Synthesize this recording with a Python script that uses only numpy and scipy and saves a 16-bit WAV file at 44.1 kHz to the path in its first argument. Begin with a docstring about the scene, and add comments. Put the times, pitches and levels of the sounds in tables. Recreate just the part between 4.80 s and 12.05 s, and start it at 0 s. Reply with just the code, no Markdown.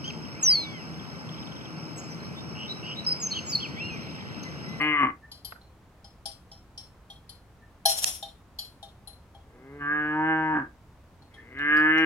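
"""A quiet farmyard in stereo: a cow moos three times, a little left of the microphones; voice pulses ring the head.
The first call starts open, the others as a closed-mouth hum; the first two end in a rasp,
the third stops just as its voice begins to break. Sheet metal clinks around the calls and once clangs,
as ringing modes; rubs of noise scrape, dry bursts snap. A far bird pipes in wavering sines
over a low outdoor rumble of shaped noise; yard and wall send echoes."""
import sys
import numpy as np
from scipy import signal
from scipy.fft import rfft, irfft
from scipy.io import wavfile
from scipy.ndimage import uniform_filter1d

SR = 44100
rng = np.random.default_rng(int(sys.argv[2]) if len(sys.argv) > 2 else 0)


def materialize(psi):
    """Save the field psi as 16-bit PCM at rate SR to the path in sys.argv[1].

    A 1-D psi becomes a single channel; in a 2-D psi each row is a channel.
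    """
    bounded = np.clip(np.atleast_2d(psi).T, -1, 1)
    quanta = np.round(bounded * 32767).astype(np.int16)
    wavfile.write(sys.argv[1], SR, quanta)


N = 319725
TIME = np.arange(N) / SR

# pitch glide of the cow, one curve per call: (time [s], pitch [Hz])
CALL_PITCHES = [
    [(0.0, 148.9), (0.07, 152.6), (0.136, 148.7), (0.2, 143.2), (0.232, 138.6), (0.256, 141.6),
     (0.31, 136.8)],
    [(4.62, 101.8), (4.718, 111.3), (4.738, 118.9), (4.89, 138.9), (4.96, 144.9), (5.04, 144),
     (5.138, 149.7), (5.31, 152), (5.496, 159.3), (5.736, 155.5), (5.802, 149.1), (5.822, 145.4),
     (5.88, 131)],
    [(6.5, 103.4), (6.514, 104.1), (6.538, 110.7), (6.56, 111.1), (6.604, 115.2), (6.642, 110.2),
     (6.66, 116.1), (6.766, 137.6), (6.818, 144.6), (6.94, 152.1), (7.07, 155.7), (7.198, 160.2),
     (7.25, 160.1)],
]
# timing and head shape of each call, levels before effort and muffling:
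# (mouth opens [s], opening takes [s], voice breaks [s], chest [dB], nose [dB], throat [dB],
#  palate [Hz], palate [dB], mouth [Hz], mouth [dB], lips [dB], edge [dB])
CALL_SHAPES = [(-0.1, 0.035, .188, -43.5, -28, -30, 1136, -18, 1705, -27.5, -24, -34.5),
               (4.985, .035, 5.725, -44, -30.5, -29.5, 1180, -31, 1637, -24.5, -44.5, -53.5),
               (6.74, 0.076, 7.24, -49, -27.5, -39, 1220, -29.5, 1678, -17.5, -30.5, -39.5)]
# stereo balance of the cow: (frequency [Hz], left over right [dB])
COW_BALANCE = [(850, .5), (1180, 4.5), (1620, -3), (2100, 5.5), (2900, 8.5)]
# modes of the sheet metal: (frequency [Hz], relative level [dB])
METAL_MODES = [(660, -5), (802, 1.5), (1663, -22), (3072, 2.5), (3303, 6.5), (3650, 0.5), (4070, 7),
               (4260, 4.5), (4560, -4), (4780, -2), (5080, -6), (5295, -0.5), (5410, -1), (5500, -3.5),
               (5815, 1), (6363, -10), (6590, -6.5), (7080, -5), (7396, -5.5), (8866, -3), (9300, -5),
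               (9800, -5), (10249, -3.5), (10550, -12), (11230, -1.5), (11550, -5), (13420, -10.5)]
# blows on the metal, levels before the extra early ring:
# (time [s], boom [dB], ring [dB], hardness [0-1], ring centre [Hz], shimmer centre [Hz])
METAL_BLOWS = [(.010, -42, -52.5, 1, 4520, 9300), (0.515, -63, -42.5, 0.37, 4700, 11100),
               (0.647, -63, -39.5, 1, 4690, 11260), (.812, -72, -58.5, 0, 4070, 10000),
               (1.243, -57, -50.5, 0.33, 5030, 9250), (1.456, -44.5, -34.5, 0.58, 4990, 8750),
               (1.715, -56, -48, 0, 5260, 10600), (1.976, -62, -40, 0.15, 5340, 8600),
               (2.300, -56, -44.5, 0, 3480, 10600), (2.492, -69, -45.5, 0.92, 4580, 10500),
               (3.054, -24.5, -20, 0.26, 4280, 10240), (3.056, -29.5, -23.5, 0.24, 5640, 13380),
               (3.426, -41.5, -36.5, 0, 3660, 10750), (3.787, -57, -32, 0.2, 4520, 11700),
               (4.027, -46.5, -45, 0.32, 3610, 10460), (4.273, -56.5, -44, 0.98, 4080, 10340),
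               (4.547, -54, -58, 0.46, 3400, 10250), (6.420, -65, -61, 0.36, 4220, 10440),
               (6.540, -64.5, -55, 0.4, 3400, 9900), (6.784, -62.5, -57, 0.28, 3620, 10420),
               (6.966, -61, -48, .75, 4800, 10960), (7.178, -46, -51.5, 0.6, 6130, 10350)]
# crowd of weak metal modes, heard as a wash: (frequency [Hz], relative density [dB per Hz])
METAL_WASH = [(300, -20), (750, 0.5), (1100, -14), (2200, -13.5), (3300, -0.5), (5600, -13), (7800, -10),
              (10500, -4.5), (15500, -26.5)]
# metal sliding on metal in short rubs: (time of peak [s], level [dB], fade to 1/e [s])
METAL_RUBS = [(3.105, -27, 0.033), (3.19, -31, 0.015), (3.241, -29.5, 0.0062), (3.276, -29, 0.035),
              (3.35, -42, 0.037)]
# dry snaps: (time [s], level [dB], 60 dB decay [s], main pitch [Hz], left over right [dB])
DRY_SNAPS = [(0.7223, -32.5, 0.031, 1490, -2.5), (3.243, -5, 0.00762, 6780, -8)]
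# spectrum of a snap: (multiple of the main pitch, relative density [dB per Hz])
SNAP_COLOUR = [(.12, -45), (.26, -5), (.45, -1.5), (1, 7), (1.25, 0), (2.2, -16), (3.999, -43)]
# far bird notes: (time [s], level [dB])
BIRD_NOTES = [(0.448, -47), (2.838, -54), (6.592, -45.5)]
# spectrum of the outdoor air: (frequency [Hz], relative density [dB per Hz])
AIR_SPECTRUM = [(20, -14), (64, 1), (133, -6.5), (400, -17.5), (1050, -20.5), (1770, -28), (3000, -35),
                (6000, -41), (15500, -48)]
# likeness of the air on the two sides: (frequency [Hz], likeness [0-1])
AIR_LIKENESS = [(400, .96), (1200, .7), (3500, .2)]

# the cow pushes harder as the pitch climbs, which also sharpens the top of the voice
EFFORT_DB_PER_HZ, EASY_PITCH_HZ, BRIGHTEN_DB_PER_HZ = 0.4177, 150.77, 0.34
# below this pitch the folds are slack and grow rough
CLEAR_PITCH_HZ, SLACK_PER_HZ = 147.1, .013
# the break: time taken, most roughness added (0-1), time from the break until the air runs out
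BREAK_S, RASP, RASP_HOLD_S = 0.04, .43, 0.063
# then the call dies; from the break on the closing mouth dulls it and the pitch sags
RELEASE_DB_PER_S, SHUT_DB_PER_S, SAG_HZ_PER_S = 236, 93, 190
ONSET_DB, ONSET_S = -9, 0.045   # the hum swells in from this far down
# shimmer against ring for a soft blow of usual strength, and what full hardness adds
SHIMMER_DB, SHIMMER_HARD_DB = -18.5, 17
SHIMMER_GROWTH, USUAL_BLOW_DB = 0.4, -46.5   # extra shimmer per dB above a usual blow
SOFT_SIDE_DB, HARD_SIDE_DB = 2.5, 5   # left over right when soft, and what full hardness adds


def from_db(db):
    """Decibels to gain."""
    return 10 ** (np.asarray(db) / 20)


def rms_one(x):
    """Scale to unit power."""
    return x / np.sqrt(np.mean(x ** 2) + 1e-20)


def in_time(rows, t):
    """Each column of a curve at the times t."""
    s, *columns = np.transpose(rows)
    return [np.interp(t, s, c) for c in columns]


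def at_hz(points, hz):
    """Read a spectrum on a log-frequency axis."""
    f, value = np.transpose(points)
    return np.interp(np.log(hz + 1e-3), np.log(f), value)


def noise(spectrum, size):
    """Two unrelated channels of coloured noise."""
    gain = from_db(at_hz(spectrum, np.fft.rfftfreq(size, 1 / SR)))
    return rms_one(irfft(rfft(rng.standard_normal((2, size))) * gain, size))


def drift(rate_hz, size):
    """Smooth chance of spread 1."""
    sos = signal.butter(2, rate_hz, fs=SR, output="sos")
    return rms_one(signal.sosfilt(sos, rng.standard_normal(size + SR // 4))[-size:])


def pan(db):
    """Left and right gains of unit mean power; positive dB leans left."""
    gains = from_db(np.vstack([db / 2, -db / 2]))
    return gains / np.sqrt(np.mean(gains ** 2, axis=0))


def add(out, s, sound):
    """Mix a sound in from time s on."""
    start = max(round(s * SR), 0)
    part = sound[..., :N - start]
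    out[..., start:start + part.shape[-1]] += part


def resonance(source, hz, width_hz, db):
    """A moving resonance, applied twice for steep flanks; its power is held at db over a few voice cycles."""
    r = np.exp(-np.pi * width_hz / SR)
    centre = np.exp(2j * np.pi * np.cumsum(hz * np.ones(len(source))) / SR)
    ring = np.real(centre * signal.lfilter([(1 - r) ** 2], [1, -2 * r, r * r], source / centre))
    power = uniform_filter1d(uniform_filter1d(ring ** 2, size=600), size=800)
    return from_db(db) * ring / np.sqrt(np.abs(power) + 1e-14)


def cow(lead_s=0.00011, bounce_s=.00625, bounce_db=-15):
    """Three calls from a little to the left, which hears them sooner and, at the top, brighter."""
    calls = np.zeros(N)
    for curve, call in zip(CALL_PITCHES, CALL_SHAPES):
        add(calls, curve[0][0], moo(curve, call))
    hz = np.fft.rfftfreq(N, 1 / SR)
    # a bounce off the ground makes the harmonics swell and fade as they glide
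    bounce = 1 + from_db(bounce_db) * np.exp(-2j * np.pi * hz * bounce_s)
    left, right = rfft(calls) * bounce * pan(at_hz(COW_BALANCE, hz))
    late_right = right * np.exp(-2j * np.pi * hz * lead_s)
    return irfft([left, late_right], N)


def moo(curve, call, jitter=0.086, shimmer=1.0, turbulence=0.95, top_hz=3300, droop_hz=60,
        hum_db=-44, open_hum_db=-6, least_rough=.03):
    """Pulses of the vocal folds, uneven when rough, ring the resonances of the head."""
    (opens, opening_s, breaks, chest, nose, throat,
     palate_hz, palate, mouth_hz, mouth, lips, edge) = call
    t = np.arange(max(curve[0][0], 0), curve[-1][0], 1 / SR)
    pitch, = in_time(curve, t)

    # the possible stages: hum, open call, rasp, release; a call may start or stop partway
    opened = np.clip((t - opens) / opening_s, 0, 1)
    broken = np.clip((t - breaks) / BREAK_S, 0, 1)
    spent_s = np.maximum(t - breaks - RASP_HOLD_S, 0)
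    effort = EFFORT_DB_PER_HZ * (pitch - EASY_PITCH_HZ) * (1 - broken)
    effort = effort - RELEASE_DB_PER_S * spent_s
    effort = effort + ONSET_DB * np.exp((t[0] - t) / ONSET_S) * (1 - opened)
    pitch = pitch - SAG_HZ_PER_S * np.maximum(t - breaks - BREAK_S / 2, 0)
    bright = BRIGHTEN_DB_PER_HZ * np.maximum(pitch - EASY_PITCH_HZ, 0)
    slack = SLACK_PER_HZ * np.maximum(CLEAR_PITCH_HZ - pitch, 0)
    rough = least_rough + np.minimum(slack + RASP * broken, RASP)

    # harmonics from the second up; the chest below supplies the fundamental
    phase = 2 * np.pi * np.cumsum(pitch * (1 + jitter * rough * drift(78, len(t)))) / SR
    pulses = rms_one(sum(np.cos(k * phase) for k in range(2, 30)))
    breath_band = signal.butter(2, [220, 4000], "band", fs=SR, output="sos")
    breath = rms_one(signal.sosfilt(breath_band, rng.standard_normal(len(t))))
    # air rushes through the folds once in each cycle
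    rush = (rough + .05) * breath * (1 + np.cos(phase))
    source = pulses * (1 + shimmer * rough * drift(90, len(t))) + turbulence * rush

    def cavity(hz, width_hz, db, sharpness, muffled_db):
        """When open, weaker by sharpness dB per Hz to the nearest harmonic until the break; muffled when shut."""
        miss_hz = np.abs(hz - pitch * np.round(hz / pitch))
        miss_db = sharpness * miss_hz * opened * (1 - broken)
        return resonance(source, hz, width_hz, db + effort - miss_db + muffled_db * (1 - opened))

    voice = (cavity(hz=805.4, width_hz=130, db=throat - 5, sharpness=0.26, muffled_db=-24)
             + cavity(hz=934, width_hz=98, db=throat, sharpness=0.51, muffled_db=-32.5)
             + cavity(palate_hz, width_hz=100, db=palate, sharpness=0.22, muffled_db=-28)
             + cavity(mouth_hz, width_hz=182, db=mouth, sharpness=.15, muffled_db=-32.5)
             + cavity(hz=2063, width_hz=222, db=lips + 0.5, sharpness=0.07, muffled_db=-12)
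             + cavity(hz=2420, width_hz=200, db=lips - 8.5 + bright, sharpness=0.087, muffled_db=-20)
             + cavity(hz=2863, width_hz=170, db=edge + bright, sharpness=0.087, muffled_db=-21))
    voice = voice * from_db(-SHUT_DB_PER_S * np.maximum(t - breaks, 0))
    voice += cavity(hz=320 - droop_hz * rough, width_hz=75.0, db=nose, sharpness=0.37, muffled_db=-17.5)
    # a soft hum through the closed mouth, soon drowned by the open call
    hum_level_db = hum_db + open_hum_db * opened + np.minimum(effort, 0)
    voice += resonance(source, hz=399.5, width_hz=110, db=hum_level_db)
    # the chest hums the fundamental and soon reaches its limit
    chest_db = chest + np.minimum(effort, 0) - 10 * (1 - opened)
    voice += np.sqrt(2) * from_db(chest_db) * np.sin(phase)

    voice = signal.sosfilt(signal.butter(8, top_hz, fs=SR, output="sos"), voice)
    return voice * np.clip(np.minimum(t - t[0], t[-1] - t) / .004, 0, 1)   # 4 ms fades


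def clinks(focus_octaves=0.11, others_db=-14, t60=0.25, wash_db=-16, wash_t60=0.41,
           first_db=3, first_t60=0.361, rise_s=0.0018, twin=0.41, split_hz=22):
    """The spot struck decides which modes speak; the first loud ring soon spreads through the sheet."""
    out, t = np.zeros((2, N)), np.arange(SR // 2) / SR
    hz, mode_db = np.transpose(METAL_MODES)
    # t60 holds at 4 kHz; higher modes die a little sooner, by the power below
    decay = from_db(-60 * t / t60 * (hz[:, None] / 4000) ** 0.1)
    rings = np.exp(2j * np.pi * hz[:, None] * t) * decay
    # each mode has a close twin, so the rings beat unevenly
    split = split_hz * rng.standard_normal((len(hz), 1))
    rings = rings * (0.56 + twin * np.exp(2j * np.pi * split * t))
    low, high = hz < 2500, hz > 8000
    for s, boom_db, ring_db, hardness, ring_hz, shimmer_hz in METAL_BLOWS:
        # hard and strong blows shimmer
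        shimmer_db = ring_db + SHIMMER_DB + SHIMMER_HARD_DB * hardness
        shimmer_db += SHIMMER_GROWTH * (ring_db - USUAL_BLOW_DB)
        # hard blows land further left
        side_db = SOFT_SIDE_DB + HARD_SIDE_DB * hardness
        off_centre = np.log2(hz / np.where(high, shimmer_hz, ring_hz)) / focus_octaves
        focus = from_db(others_db) + np.exp(-off_centre ** 2)
        weight = from_db(mode_db) * np.where(low, 1, focus)
        for group, db in ((low, boom_db), (~low & ~high, ring_db), (high, shimmer_db)):
            weight[group] *= from_db(db) / np.linalg.norm(weight[group])
        # short waves reach the two sides out of step
        turn = rng.random(len(hz)) + rng.random((2, len(hz))) * np.where(low, .1, 1)
        ring = np.real((weight * np.exp(2j * np.pi * turn)) @ rings)
        ring = ring * (1 + from_db(first_db - 60 * t / first_t60))
        wash = noise(METAL_WASH, len(t)) * from_db(ring_db + wash_db - 60 * t / wash_t60)
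        add(out, s, (ring + wash) * (1 - np.exp(-t / rise_s)) * pan(side_db))
    return out


def scrape(grain_db=2.0, singing_db=1, mode_width_hz=30, side_db=4, rise_s=.021):
    """Gritty friction hisses and keeps the upper modes singing; each rub swells and fades."""
    t = np.arange(METAL_RUBS[0][0] - .1, METAL_RUBS[-1][0] + .2, 1 / SR)
    power = 0
    for s, db, fade_s in METAL_RUBS:
        shape = np.exp(-np.where(t < s, ((s - t) / rise_s) ** 2, (t - s) / fade_s))
        power = power + (from_db(db) * shape) ** 2
    level = np.sqrt(power)
    grit = noise(METAL_WASH, len(t)) * from_db(grain_db * drift(300, len(t)))
    upper_modes = [(hz, db) for hz, db in METAL_MODES if hz > 5200]
    singing = rms_one(np.array([sum(resonance(side, hz, mode_width_hz, db) for hz, db in upper_modes)
                                for side in grit]))
    # the hiss of the contact itself is brighter than the ringing
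    grit = rms_one(grit + np.diff(grit, prepend=0))
    out = np.zeros((2, N))
    add(out, t[0], (grit + from_db(singing_db) * singing) * level * pan(side_db))
    return out


def snaps(rise_s=0.00024):
    """Hard contacts that die at once: short bursts of coloured noise."""
    out, t = np.zeros((2, N)), np.arange(SR // 20) / SR
    for s, db, t60, hz, side_db in DRY_SNAPS:
        crack = noise([(hz * multiple, level) for multiple, level in SNAP_COLOUR], len(t))
        envelope = from_db(db - 60 * t / t60) * np.minimum(t / rise_s, 1)
        add(out, s, crack * envelope * pan(side_db))
    return out


def bird(pitch_hz=1785, half_length_s=0.018, waver=.02):
    """Short pipes: a slightly wavering sine, let through in smooth bumps."""
    tone = np.sin(2 * np.pi * pitch_hz * np.cumsum(1 + waver * drift(100, N)) / SR)
    return tone * sum(from_db(db) * np.exp(-((TIME - s) / half_length_s) ** 2) for s, db in BIRD_NOTES)


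def yard(x, wet_db=-21, t60=0.15, delay_s=0.019, width=1.0):
    """Scattered echoes from the ground and the sheds: decaying noise that fades in after delay_s."""
    t = np.arange(SR // 2) / SR
    decay = from_db(-60 * t / t60) * np.clip(t / delay_s - 1, 0, 1)
    mid, side = noise([(1500, 7.5), (15000, -22.5)], len(t)) * decay
    # long waves reach both sides alike
    side = signal.sosfilt(signal.butter(2, 900, "high", fs=SR, output="sos"), side)
    echo = np.array([mid + width * side, mid - width * side]) / np.linalg.norm(mid)
    return from_db(wet_db) * signal.fftconvolve(x, echo, axes=1)[:, :N]


def outdoor_air(mid_db=-54):
    """A steady rumble, alike on both sides in the bass, under a faint wide hiss."""
    mid, side = rfft(noise(AIR_SPECTRUM, N))
    alike = np.clip(at_hz(AIR_LIKENESS, np.fft.rfftfreq(N, 1 / SR)), 0, 1)
    side = side * np.sqrt((1 - alike) / (1 + alike))
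    return from_db(mid_db) * irfft([mid + side, mid - side], N)


def scene(wall_s=.058, wall_db=-15):
    """Cow, metal and bird with their echoes, over the outdoor air; a wall throws the clinks back once."""
    metal = clinks()
    add(metal, wall_s, from_db(wall_db) * metal)
    sources = cow() + metal + scrape() + snaps() + bird()
    return sources + yard(sources) + outdoor_air()


def record(dry, cutoff_hz=15900):
    """Peaks stop at full scale and the top is cut."""
    low_pass = signal.ellip(10, .1, 70, cutoff_hz, fs=SR, output="sos")
    return signal.sosfilt(low_pass, np.clip(dry, -1, 1))


dry = scene()
out = record(dry)
materialize(out)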